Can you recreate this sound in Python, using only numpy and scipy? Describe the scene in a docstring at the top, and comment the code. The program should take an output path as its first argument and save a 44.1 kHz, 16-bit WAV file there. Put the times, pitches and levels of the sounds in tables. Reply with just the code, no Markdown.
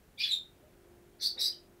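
"""Three shrill squeaks, like air sucked through pursed lips to call a dog, in a small living room.
Airflow drives a tight wet gap into self-sustained oscillation at a few kHz, jumping from pitch to pitch.
Between and under the tones, irregular snaps excite the resonance of the cavity behind the gap: a rasp.
A faint hum, room air, one faint short tone and a soft bump lie below."""
import sys
import numpy as np
from scipy import signal
from scipy.fft import rfft, irfft
from scipy.io import wavfile
from scipy.ndimage import uniform_filter1d

SR = 44100
rng = np.random.default_rng(int(sys.argv[2]) if len(sys.argv) > 2 else 0)


def to_wav(sig):
    """Store sig (one row per channel, or 1-D mono) as 16-bit WAV at the path in sys.argv[1].

    Samples outside -1..1 are clipped; the rate is SR.
    """
    pcm = np.clip(np.atleast_2d(sig), -1, 1) * 32767
    pcm = np.round(pcm).astype(np.int16)
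    wavfile.write(sys.argv[1], SR, pcm.T)  # frames by channels


N = 79380
T = np.arange(N) / SR

# partials of the hum (frequency [Hz], base level [dB])
HUM_PARTIALS = [(64.6, -83.5), (301.5, -81.5), (349.9, -68), (398.4, -75), (527.6, -84), (613.7, -84),
                (705.2, -81)]
# envelope of the hum (time [s], gain [dB])
HUM_GAIN = [(0, -16), (0.4, -4), (0.9, 3), (1.8, 1)]
# spectrum of the room air (frequency [Hz], relative spectral density [dB])
AIR_SPECTRUM = [(15, -20.5), (25, -2.5), (64, -1.5), (267, -6.5), (349, -10.5), (421, -10), (614, -14),
                (804, -16.5), (970, -18), (1170, -21.5), (1380, -18.5), (4870, -29), (15500, -29.5)]
# envelope of the low-mid noise (time [s], level [dB])
LOW_MID_LEVEL = [(0, -85), (0.5, -76.5), (0.65, -68), (0.78, -80.5), (0.9, -66.5), (1.1, -80.5),
                 (1.42, -66), (1.8, -80.5)]
# stretches of oscillation of the gap (start [s], time to release [s], first pitch [Hz],
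# last pitch [Hz], level [dB], roughness [0-1], octave re fundamental [dB])
FLUTTER_TONES = [ (0.173, 0.076, 3420, 3680, -49.5, 0.4, -25.5), (0.179, 0.02, 2370, 2370, -45, 0.28, -7),
                 (0.198, 0.025, 2400, 2467, -32.5, 0.38, -0.5),
                 (0.232, 0.015, 3425, 3447, -26, 0.12, -29.5), (0.241, 0.023, 2452, 2584, -48, 0.30, -18),
                 (0.287, 0.032, 3988, 3992, -31.5, 0.3, -27), (0.312, 0.022, 3678, 3641, -26.5, 0.28, -17),
                 (1.204, 0.044, 5950, 5880, -48, 0.26, -27.5),
                 (1.217, 0.037, 3535, 3682, -42.5, 0.24, -13.5), (1.219, 0.029, 4300, 4370, -33, 0.55, -15),
                 (1.247, 0.031, 4553, 4620, -32.5, 0.44, -25.5), (1.375, 0.026, 3865, 3860, -38, 0.41, -26),
                 (1.387, 0.028, 5390, 5504, -40.5, 0.40, -13.5),
                 (1.409, 0.0423, 3854, 4006, -31, 0.32, -15), (1.451, 0.033, 4950, 4920, -33.5, 0.27, -23),
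                 ]
# treble bursts (start [s], rise [s], hold [s], release [s], level [dB], tilt [dB/octave])
SIZZLE_BURSTS = [(0.178, 0.016, 0.16, 0.025, -55, 1.5), (1.2, 0.039, 0.033, 0.028, -43.5, 0.5),
                 (1.391, 0.02, 0.029, 0.074, -41, 0.5)]
# spectrum of the sizzle before its tilt (frequency [Hz], relative spectral density [dB])
SIZZLE_SPECTRUM = [(500, -31), (1200, -16.5), (3000, -11), (5900, 8.5), (6900, -14), (8000, -2.5),
                   (10000, 0), (11700, 2), (12600, -6), (15500, -3)]
# rasp of each squeak (start [s], rise [s], hold [s], release [s], level [dB], low edge [Hz],
# high edge [Hz], resonance [Hz], resonance width [Hz], resonance re band [dB])
RASP_BURSTS = [ (0.182, 0.032, 0.033, 0.046, -35, 2890, 5070, 4290, 745, -7.5),
               (1.187, 0.058, 0.013, 0.043, -33.5, 3500, 5860, 4440, 1300, 8),
               (1.381, 0.032, 0.047, 0.032, -34.5, 3680, 6270, 4850, 1180, 7.5), ]
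# low wet crackles (start [s], time to release [s], centre [Hz], width [Hz], level [dB])
CRACKLE_BURSTS = [(0.239, 0.044, 1863, 550, -56.5), (0.287, 0.034, 2470, 400, -51),
                  (1.194, 0.050, 1910, 700, -64.5), (1.367, 0.040, 2034, 805, -56),
                  (1.437, 0.046, 1980, 700, -63.5), (1.522, 0.0083, 3030, 249, -55.5)]
# brief loud flicks of the gap (time [s], pitch [Hz], envelope peak [dB])
GAP_FLICKS = [(0.334, 3760, -20.5), (1.261, 4590, -17), (1.417, 4210, -20)]

ATTACK_S, RELEASE_S = 0.0068, 0.0078


def undb(db):
    """Amplitude ratio of a level in decibels."""
    return 10 ** (np.asarray(db) / 20)


def unit(x):
    """Normalisation to unit rms."""
    return x / np.sqrt(np.mean(x ** 2))


def colour(x, points):
    """Spectral shaping by (frequency [Hz], gain [dB]) points, at unit rms."""
    hz, db = np.array(points).T
    bins_hz = np.maximum(np.fft.rfftfreq(N, 1 / SR), 1)
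    gain = undb(np.interp(np.log(bins_hz), np.log(hz), db))
    return unit(irfft(rfft(x) * gain, N))


def resonate(x, hz, width_hz):
    """Steep resonance: two like band-passes in cascade, each width_hz wide, at unit rms."""
    b, a = signal.iirpeak(hz, hz / width_hz, fs=SR)
    return unit(signal.lfilter(b, a, signal.lfilter(b, a, x)))


def wander(rate_hz):
    """Random modulation: noise low-passed at half of rate_hz, at unit rms."""
    lowpass = signal.butter(2, rate_hz / 2, fs=SR, output="sos")
    return unit(signal.sosfilt(lowpass, rng.standard_normal(N)))


def swell(start, rise, hold, release):
    """Amplitude envelope with raised-cosine flanks."""
    ramp = np.interp(T - start, np.cumsum([0, rise, hold, release]), [0, 1, 1, 0])
    return np.sin(np.pi / 2 * ramp) ** 2


def snaps(per_s=3000, spread_db=1):
    """Shot noise: impulses of random timing, size and sign."""
    occurs = rng.random(N) < per_s / SR
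    return occurs * undb(spread_db * rng.standard_normal(N)) * np.sign(rng.standard_normal(N))


def hum():
    """Superposition of low partials, each slowly modulated in amplitude and frequency."""
    out = np.zeros(N)
    for hz, db in HUM_PARTIALS:
        amplitude = np.sqrt(2) * undb(db + 1.8 * wander(6))
        cycles = np.cumsum(hz + 1.43 * wander(2.8)) / SR + rng.random()
        out += amplitude * np.sin(2 * np.pi * cycles)
    return out * undb(np.interp(T, *np.array(HUM_GAIN).T))


def room_air(floor_db=-62.5):
    """Ambient noise: a steady broadband floor and a low-mid band that swells faintly."""
    mids = resonate(rng.standard_normal(N), hz=460, width_hz=460)
    mids *= undb(np.interp(T, *np.array(LOW_MID_LEVEL).T))
    return mids + undb(floor_db) * colour(rng.standard_normal(N), AIR_SPECTRUM)


def flutter(jitter=0.09, shimmer_db=6, wander_hz=525):
    """Self-sustained oscillation of the gap; roughness scales the unsteadiness of period and strength."""
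    out = np.zeros(N)
    for start, length, first_hz, last_hz, db, roughness, octave_db in FLUTTER_TONES:
        glide_hz = np.interp(T, [start, start + length], [first_hz, last_hz])
        hz = glide_hz * (1 + jitter * roughness * wander(wander_hz))
        phase = 2 * np.pi * np.cumsum(hz) / SR
        third_db = -27.5 if first_hz < 3000 else -7.5  # third harmonic re the octave
        overtones = np.sin(2 * phase) + undb(third_db) * np.sin(3 * phase)
        wave = np.sin(phase) + undb(octave_db) * overtones
        wave = unit(wave * undb(shimmer_db * roughness * wander(wander_hz)))
        out += undb(db) * wave * swell(start, ATTACK_S, length - ATTACK_S, RELEASE_S)
    return out


def sizzle():
    """Short impulses have broad spectra: the sharp edges of the snaps reach far into the treble."""
    hz, spectrum_db = np.array(SIZZLE_SPECTRUM).T
    out = np.zeros(N)
    for start, rise, hold, release, db, tilt in SIZZLE_BURSTS:
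        tilted = np.c_[hz, spectrum_db + tilt * np.log2(hz)]
        out += undb(db) * swell(start, rise, hold, release) * colour(snaps(), tilted)
    return out


def rasp():
    """Impulse excitation: snaps ring the cavity, a steep-sided band with one resonance in it."""
    out = np.zeros(N)
    for start, rise, hold, release, db, low_hz, high_hz, hz, width_hz, ring_db in RASP_BURSTS:
        bandpass = signal.butter(6, [low_hz, high_hz], "bandpass", fs=SR, output="sos")
        band = unit(signal.sosfilt(bandpass, snaps()))
        ring = undb(ring_db) * resonate(band, hz, width_hz)
        out += undb(db) * swell(start, rise, hold, release) * unit(band + ring)
    return out


def crackle():
    """Band-limited shot noise: a weaker, lower wet crackle in each squeak."""
    out = np.zeros(N)
    for start, length, hz, width_hz, db in CRACKLE_BURSTS:
        envelope = swell(start, ATTACK_S, length - ATTACK_S, RELEASE_S)
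        out += undb(db) * envelope * resonate(snaps(), hz, width_hz)
    return out


def flicks(half_width_s=0.001):
    """Gaussian wave packets: a few strong cycles of the gap at the height of each squeak."""
    return sum(undb(db) * np.exp(-((T - at) / half_width_s) ** 2) * np.sin(2 * np.pi * hz * (T - at))
               for at, hz, db in GAP_FLICKS)


def faint_tone(hz=616, db=-64):
    """A short sinusoid with slight random frequency modulation, between the first two squeaks."""
    phase = 2 * np.pi * np.cumsum(hz + 8 * wander(60)) / SR
    return undb(db) * np.sqrt(2) * np.sin(phase) * swell(start=0.623, rise=0.02, hold=0.022, release=0.035)


def bump(start_s=1.362, decay_s=0.027, db=-50):
    """Exponential decay of a low noise band: a soft dull knock just before the last squeak."""
    decay = (T > start_s) * np.exp(-np.abs(T - start_s) / decay_s)
    envelope = uniform_filter1d(decay, size=90)  # rounds the onset over 2 ms
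    return undb(db) * envelope * resonate(rng.standard_normal(N), hz=429, width_hz=360)


def room(x, t60_s=0.25, treble_t60_s=0.18, crossover_hz=6000, first_echo_s=0.0011):
    """Reverberation: direct sound plus dense wall echoes of equal energy, whose treble dies sooner."""
    noise = rng.standard_normal(N)
    low = signal.sosfiltfilt(signal.butter(2, crossover_hz, fs=SR, output="sos"), noise)
    tail = low * undb(-60 * T / t60_s) + (noise - low) * undb(-60 * T / treble_t60_s)
    tail *= T > first_echo_s
    echoes = signal.fftconvolve(x, tail / np.sqrt(np.sum(tail ** 2)))[:N]
    return (x + echoes) / np.sqrt(2)


def scene():
    """Superposition of all sources at one point in the room, alike in both channels."""
    squeaks = flutter() + flicks() + rasp() + sizzle() + crackle()
    mono = room(squeaks + bump()) + faint_tone() + hum() + room_air()
    return np.array([mono, mono])


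def record(dry, cutoff_hz=15650):
    """Band limiting: a steep low-pass removes the highest treble."""
    return signal.sosfilt(signal.ellip(10, .2, 70, cutoff_hz, fs=SR, output="sos"), dry)


dry = scene()
out = record(dry)
to_wav(out)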